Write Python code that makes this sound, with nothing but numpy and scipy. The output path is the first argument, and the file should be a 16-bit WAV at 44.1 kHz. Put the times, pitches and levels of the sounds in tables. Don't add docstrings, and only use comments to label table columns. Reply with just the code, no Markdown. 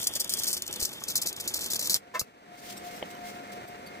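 import sys
import numpy as np
from scipy import signal
from scipy.fft import rfft, irfft
from scipy.io import wavfile
from scipy.ndimage import uniform_filter1d, map_coordinates

SR = 44100
rng = np.random.default_rng(int(sys.argv[2]) if len(sys.argv) > 2 else 0)


def boost_factor(decibels):
    exponent = np.asarray(decibels, float) / 20
    return 10 ** exponent


def store_pcm(level_fs):
    pcm = np.round(np.clip(level_fs, -1, 1) * 32767).astype(np.int16)
    wavfile.write(sys.argv[1], SR, np.atleast_2d(pcm).T)


N = 176400
T = np.arange(N) / SR

# t/s, delay/ms
ARC_LAG = [(0, 0.13), (.3, .126), (.6, 0.138), (1.1, 0.152), (2.2, 0.156)]


def arc():
    # f/Hz, level/dB
    crackle_shape = [(1200, -29), (2800, -20), (4300, -1), (5600, -1.5), (8300, -2.5), (9500, 0),
                     (15300, -6.5), (16300, -68)]
    roar_shape = [(25, -13.5), (100, -1.5), (400, 1), (1000, -7.5), (1600, -7.5), (2700, -7), (3600, 6),
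                  (5000, -78)]
    # f/Hz, coherence/1
    arc_same = [(30, 0.94), (200, 0.81), (3500, 0.68), (6000, 0.79), (15000, 0.1)]
    # f/Hz, level/dB
    arc_tilt = [(30, 3), (300, -1.5), (15000, 2.5)]
    sparks_per_s, spark_spread_db, spark_share = 7000, 2.5, 0.39
    roar_db, roar_end_s, roar_follows = -40, 1.975, 0.11

    level = effort()
    struck = rng.random(N) < sparks_per_s / SR
    sparks = boost_factor(spark_spread_db * np.minimum(rng.exponential(1, N), 4)) * struck
    signs = rng.choice([-1., 1.], (2, N))
    hiss = rng.standard_normal((2, N))
    grit = spark_share * evened(sparks) * signs + (1 - spark_share) * hiss
    crackle = evened(colour(grit, crackle_shape)) * level * boost_factor(2.5 * chance(0.002))

    burning = np.clip((roar_end_s - T) / 0.003, 0, 1) * uniform_filter1d(level, 600) ** roar_follows
    roar = evened(colour(rng.standard_normal((2, N)), roar_shape))
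    roar = roar * burning * boost_factor(2.5 * chance(0.0098))

    both = ports(*(crackle + boost_factor(roar_db) * roar), arc_same, ARC_LAG)
    tilt = boost_factor(read(arc_tilt) / 2)
    return irfft(rfft(both) * [tilt, 1 / tilt], N)


def effort():
    # start t/s, length/s, strike level/dB, burn level/dB
    early_bursts = [(0.0289, 0.0062, -24, -52), (0.0374, 0.0092, -36, -32), (0.0554, 0.0032, -40, -38),
                    (0.0688, 0.011, -22, -27.5), (0.1492, 0.024, -33, -34), (0.1961, 0.022, -23.5, -29),
                    (0.2424, 0.0047, -33.5, -30), (0.2928, 0.031, -20.5, -37.5), (0.3193, 0.021, -31, -36),
                    (0.3362, 0.019, -21, -39.5), (0.3677, 0.011, -38, -35.5), (0.3806, 0.011, -47, -35),
                    (0.3901, 0.0087, -34, -27.5), (0.4185, 0.005, -31, -32), (0.434, 0.014, -21, -33),
                    (0.471, 0.028, -40, -31), (0.5035, 0.019, -23.5, -37), (0.5283, 0.023, -21, -35),
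                    (0.5662, 0.014, -28, -34.5), (0.6206, 0.01, -25.5, -48), (0.6765, 0.0056, -27, -40),
                    (0.7263, 0.008, -25.5, -51), (0.7348, 0.0081, -50, -48), (0.7583, 0.0059, -34, -32),
                    (0.7957, 0.035, -38, -37)]
    late_bursts = [(0.8231, 0.021, -33, -33), (0.8486, 0.01, -31, -29.5), (0.9288, 0.0043, -33.5, -43),
                   (1.0805, 0.043, -29, -36.5), (1.1545, 0.031, -15.5, -31), (1.2152, 0.012, -31, -27.5),
                   (1.2297, 0.0049, -28, -33), (1.2586, 0.04, -28, -36.5), (1.4756, 0.023, -18.5, -38),
                   (1.5385, 0.0071, -28, -25.5), (1.5535, 0.026, -34, -36.5), (1.5909, 0.014, -28.5, -48),
                   (1.6063, 0.071, -31.5, -40), (1.7001, 0.027, -43.5, -34), (1.7326, 0.0031, -38, -17.5),
                   (1.7445, 0.012, -23, -60), (1.756, 0.011, -25, -29.5), (1.7735, 0.006, -48, -63),
                   (1.7915, 0.012, -23.5, -31.5), (1.807, 0.0096, -40, -31.5), (1.8239, 0.017, -25, -36),
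                   (1.8418, 0.03, -43, -34.5), (1.8957, 0.041, -18, -30), (1.9414, 0.029, -15, -31.5),
                   (2.1935, 0.022, -19.5, -33)]
    # start t/s, length/s, strike level/dB, burn level/dB
    spits = [
        (1.3275, .003, -30, -45),
        (1.399, 0.012, -33, -39),
    ]
    # t/s, level/dB
    spatter = [(.0558, -34), (.1366, -29.5), (.2763, -36), (.445, -43), (.4559, -23.5), (.468, -30),
               (.512, -28), (.54, -39), (.551, -40), (.576, -32), (.598, -43), (.6639, -32), (.7103, -31.5),
               (.738, -31.5), (.8011, -33), (.8695, -33), (.8904, -34), (.9168, -44), (1.037, -30),
               (1.0879, -30), (1.108, -32), (1.146, -51), (1.27, -20), (1.287, -31), (1.299, -41),
               (1.3633, -33), (1.4546, -53), (1.486, -35), (1.543, -21.5), (1.62, -40), (1.6417, -28),
               (1.66, -26), (1.684, -35), (1.8725, -25), (1.961, -32)]
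    # t/s, level/dB
    sizzle = [(0, -35), (.1, -48), (.14, -44), (.2, -52), (.45, -42.5), (.62, -52.5), (.9, -46), (1.0, -49),
              (1.04, -50), (1.3, -53), (1.35, -60), (1.4, -45.5), (1.65, -51), (1.96, -48), (1.995, -92)]

    snaps = laid(spatter, lambda db: swell(0.0015, 0.0024, db) ** 2)
    bursts = laid(list(early_bursts) + list(late_bursts) + spits, burst)
    steady = boost_factor(curve(sizzle) + 3.5 * chance(0.0041)) ** 2
    return np.sqrt(steady + bursts + snaps)


def burst(length, strike_db, burn_db):
    burn_rise_s, release_s, burn_change_db = 0.0064, 0.0017, -7.5
    t = T[:SR // 8]
    sag_db = burn_change_db * (np.clip(t / length, 0, 1) - 1)
    burn = boost_factor(burn_db + sag_db) * np.clip(t / burn_rise_s, 0, 1)
    power = (burn * np.exp(-np.clip(t - length, 0, 1) / release_s)) ** 2
    add(power, 0, swell(0.002, 0.0022, strike_db) ** 2)
    return power


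def rod():
    # f/Hz, level/dB, t60/s
    steel = [(670, 12, 0.031), (1096, 7, 0.034), (1310, 5, 0.02), (1570, 6, .02), (1750, 3, 0.029),
             (2080, -0.5, 0.044), (2090, -19, 0.038), (2637, -7.5, 0.069), (3760, -36, .02)]
    # t/s, level/dB, f/Hz, t60/s
    knocks = [(.823, -35, 78, 0.048), (.8235, -39, 394, 0.031), (1.02, -32, 1140, 0.011),
              (2.195, -32.5, 527, 0.0088), (2.2135, -35, 1240, 0.028), (2.214, -32, 2690, 0.017),
              (2.214, -29, 480, 0.0092), (2.217, -36, 111, 0.033), (3.0262, -18, 610, 0.0096),
              (3.0265, -18.5, 3030, 0.0087), (3.0265, -24.5, 2200, .012), (3.03, -40, 500, 0.033),
              (3.154, -39.5, 1010, 0.015)]
    drag_start_s, sing_hz = 2.137, 1017

    slips = rng.standard_normal(N) * laid([(drag_start_s, 0.016, 0.019, -31)], swell)
    sing = laid([(drag_start_s, 0.024, 0.01, -28)], swell) * np.sin(2 * np.pi * sing_hz * T)
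    body = np.diff(sum(ring(db, hz, t60) for hz, db, t60 in steel))
    drag = signal.oaconvolve(slips, body / np.linalg.norm(body))[:N]
    x = drag + sing + laid(knocks, knock)
    return ports(x, x, [(0, 0.72)], ARC_LAG)


def knock(db, hz, t60):
    contact_s = 0.00068
    return -ring(db, hz, t60) * np.minimum(T[:SR // 8] / contact_s, 1)


def ring(db, hz, t60):
    t = T[:SR // 8]
    return boost_factor(db - 60 * t / t60) * np.sin(2 * np.pi * hz * t)


def rustle():
    # start t/s, rise/s, fall/s, level/dB
    puffs = [(2.141, 0.0097, 0.05, -51), (2.5, 0.15, 0.59, -51), (2.64, 0.089, 0.0031, -45.5),
             (2.766, 0.0033, 0.017, -53), (2.838, 0.0028, 0.1, -53.5), (2.955, 0.0088, 0.0047, -50.5),
             (3.102, 0.0011, 0.012, -49), (3.235, .04, 0.038, -48.5), (3.517, 0.0027, 0.021, -47.5),
             (3.672, 0.0073, 0.013, -50), (3.86, 0.0036, 0.014, -53)]
    # f/Hz, level/dB
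    rustle_shape = [(1200, -8), (2800, -2.5), (4600, -1.5), (7000, -5), (15300, -7), (16300, -42)]
    # t/s, level/dB, f/Hz
    ticks = [(2.768, -50, 5490), (2.768, -49, 7700), (2.768, -50, 8600), (2.768, -51, 11800),
             (2.768, -57, 13200), (2.768, -59, 14600), (2.958, -55, 5480), (2.958, -59, 8030),
             (2.958, -54, 12360), (3.103, -59, 7900), (3.103, -60, 11800), (3.146, -54, 3030),
             (3.146, -58.5, 5800), (3.142, -60, 12800), (3.518, -56, 10300), (3.518, -60.5, 11800),
             (3.518, -60, 13200), (3.518, -60, 14500), (3.518, -63, 5550), (3.676, -60, 8100),
             (3.676, -57, 13100), (3.676, -60, 14100), (3.862, -47.5, 4540), (3.862, -53, 11780),
             (3.862, -56, 10400)]

    level = laid(puffs, swell) * boost_factor(2.2 * chance(0.0097))
    hiss = evened(colour(rng.standard_normal((2, N)), rustle_shape))
    return level * hiss + laid(ticks, tick) * boost_factor(5 * chance(0.002))


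def tick(db, hz):
    level = swell(0.0091 - 0.0002, 0.0091, db)
    return level * np.sin(2 * np.pi * hz * T[:len(level)])


def fan():
    # f/Hz, level/dB
    rush_shape = [(20, -22.5), (200, 0.5), (600, 1), (1100, -5), (2200, -7), (3100, -14.5), (15300, -30.5),
                  (16300, -71)]
    # f/Hz, level/dB
    whine_tones = [(204.6, -60), (709, -46.5), (1421, -66), (1822, -68), (2130, -63)]
    # t/s, level/dB
    whine_swell = [(0, -9), (2.55, -9.5), (2.72, -1), (3.0, -2), (3.15, -6), (3.3, 1), (3.54, -2.5),
                   (3.62, -4), (3.83, -4.5), (4, 5)]
    # t/s, level/dB
    gain = [
        (0, -21),
        (2.2, -7.5),
        (2.3, -11),
        (2.46, -7),
        (2.71, -2.5),
        (2.88, 0.5),
        (3.37, 0.5),
        (4, 0),
    ]
    # f/Hz, coherence/1
    fan_same = [(60, 1), (1500, 0.75), (4000, 0.53), (15000, 0.13)]
    # t/s, delay/ms
    fan_lag = [(0, 0.49)]
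    rush_db, waver_db, width_hz = -45.5, 4.25, 2.04

    rush = evened(colour(rng.standard_normal((2, N)), rush_shape))
    air = boost_factor(rush_db) * rush * boost_factor(chance(0.015))
    whine = np.zeros(N)
    for hz, db in whine_tones:
        level = np.sqrt(2) * boost_factor(db + waver_db * chance(0.051))
        cycles = np.cumsum(hz + width_hz * chance(0.014)) / SR
        whine += level * np.sin(2 * np.pi * cycles)
    whine *= boost_factor(curve(whine_swell))
    return boost_factor(curve(gain)) * ports(*(air + whine), fan_same, fan_lag)


def room(x):
    t60_s = 0.073
    t = T[:SR // 4]
    tail = rng.standard_normal((2, len(t))) * boost_factor(-60 * t / t60_s) * (t > 0.002)
    return signal.oaconvolve(x, tail / np.linalg.norm(tail[0]), axes=1)[:, :N]


def ports(a, b, same, lag_ms):
    c = np.clip(read(same), 0, 1)
    late = map_coordinates(a, [np.arange(N) - curve(lag_ms) * SR / 1000], order=5)
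    right = c * rfft(late) + np.sqrt(1 - c ** 2) * rfft(b)
    return np.array([a, irfft(right, N)])


def colour(x, spectrum):
    logs = np.log(boost_factor(np.maximum(read(spectrum), -80)))[::N // 4096][:2049]
    cep = irfft(logs)
    cep[1:2048] *= 2
    cep[2049:] = 0
    response = irfft(np.exp(rfft(cep)))
    return signal.oaconvolve(x, response[None], axes=1)[:, :N]


def swell(rise, fall, db):
    t = T[:int((rise + 8 * fall) * SR)]
    return boost_factor(db) * np.clip(t / rise, 0, 1) * np.exp(-np.clip(t - rise, 0, 1) / fall)


def chance(smooth_s):
    size = max(int(smooth_s * SR / 16), 1)
    slow = uniform_filter1d(uniform_filter1d(rng.standard_normal(N // 16 + 1), size), size)
    return np.interp(np.arange(N) / 16, np.arange(len(slow)), evened(slow))


def evened(x):
    return x / np.sqrt(np.mean(x ** 2) + 1e-20)


def curve(points):
    return np.interp(T, *np.transpose(points))


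def read(points):
    f, value = np.transpose(points)
    return np.interp(np.log(np.fft.rfftfreq(N, 1 / SR) + 1), np.log(f + 1), value)


def add(mix, start, sound):
    part = mix[round(start * SR):][:len(sound)]
    part += sound[:len(part)]


def laid(rows, shape):
    out = np.zeros(N)
    for start, *rest in rows:
        add(out, start, shape(*rest))
    return out


def scene():
    near = arc() + rod() + rustle()
    return near + boost_factor(-9) * room(near) + fan()


def masked(x):
    arc_off_s, flash_s, flash_off_s = 1.96, 2.19, 2.225
    mask_db, reach_hz, notch_low_hz, notch_high_hz = -2.4, 480, 8700, 9900
    hz, at, (mid, side) = signal.stft([x[0] + x[1], x[0] - x[1]], SR, "cosine", 2048)

    def band_power(z):
        return np.repeat((abs(z[1:]) ** 2).reshape(64, 16, -1).mean(1), 16, axis=0)

    null_hz = 500 / np.interp(at, *np.transpose(ARC_LAG))
    burning = (at < arc_off_s) | (at > flash_s) & (at < flash_off_s)
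    middle = np.repeat(hz[1:].reshape(64, 16).mean(1), 16)[:, None]
    near_null = (abs(middle - null_hz) < reach_hz) & burning
    in_notch = (middle > notch_low_hz) & (middle < notch_high_hz)
    weak = band_power(mid) < band_power(side) * boost_factor(2 * mask_db)
    mid[1:] *= ~(weak & (near_null | in_notch))
    mid, side = signal.istft(np.array([mid, side]), SR, "cosine", 2048)[1][:, :N]
    return np.array([mid + side, mid - side]) / 2


def band_limit(x):
    return signal.sosfilt(signal.butter(12, 16660, fs=SR, output="sos"), x)


def record(dry):
    # f/Hz, level/dB
    mic_response = [(8300, 0.5), (8900, 1), (9350, -3.5), (9900, -3), (10500, -3), (15900, 1), (16500, -30)]
    mix = masked(colour(dry, mic_response))
    return band_limit(mix)


dry = scene()
out = record(dry)
store_pcm(out)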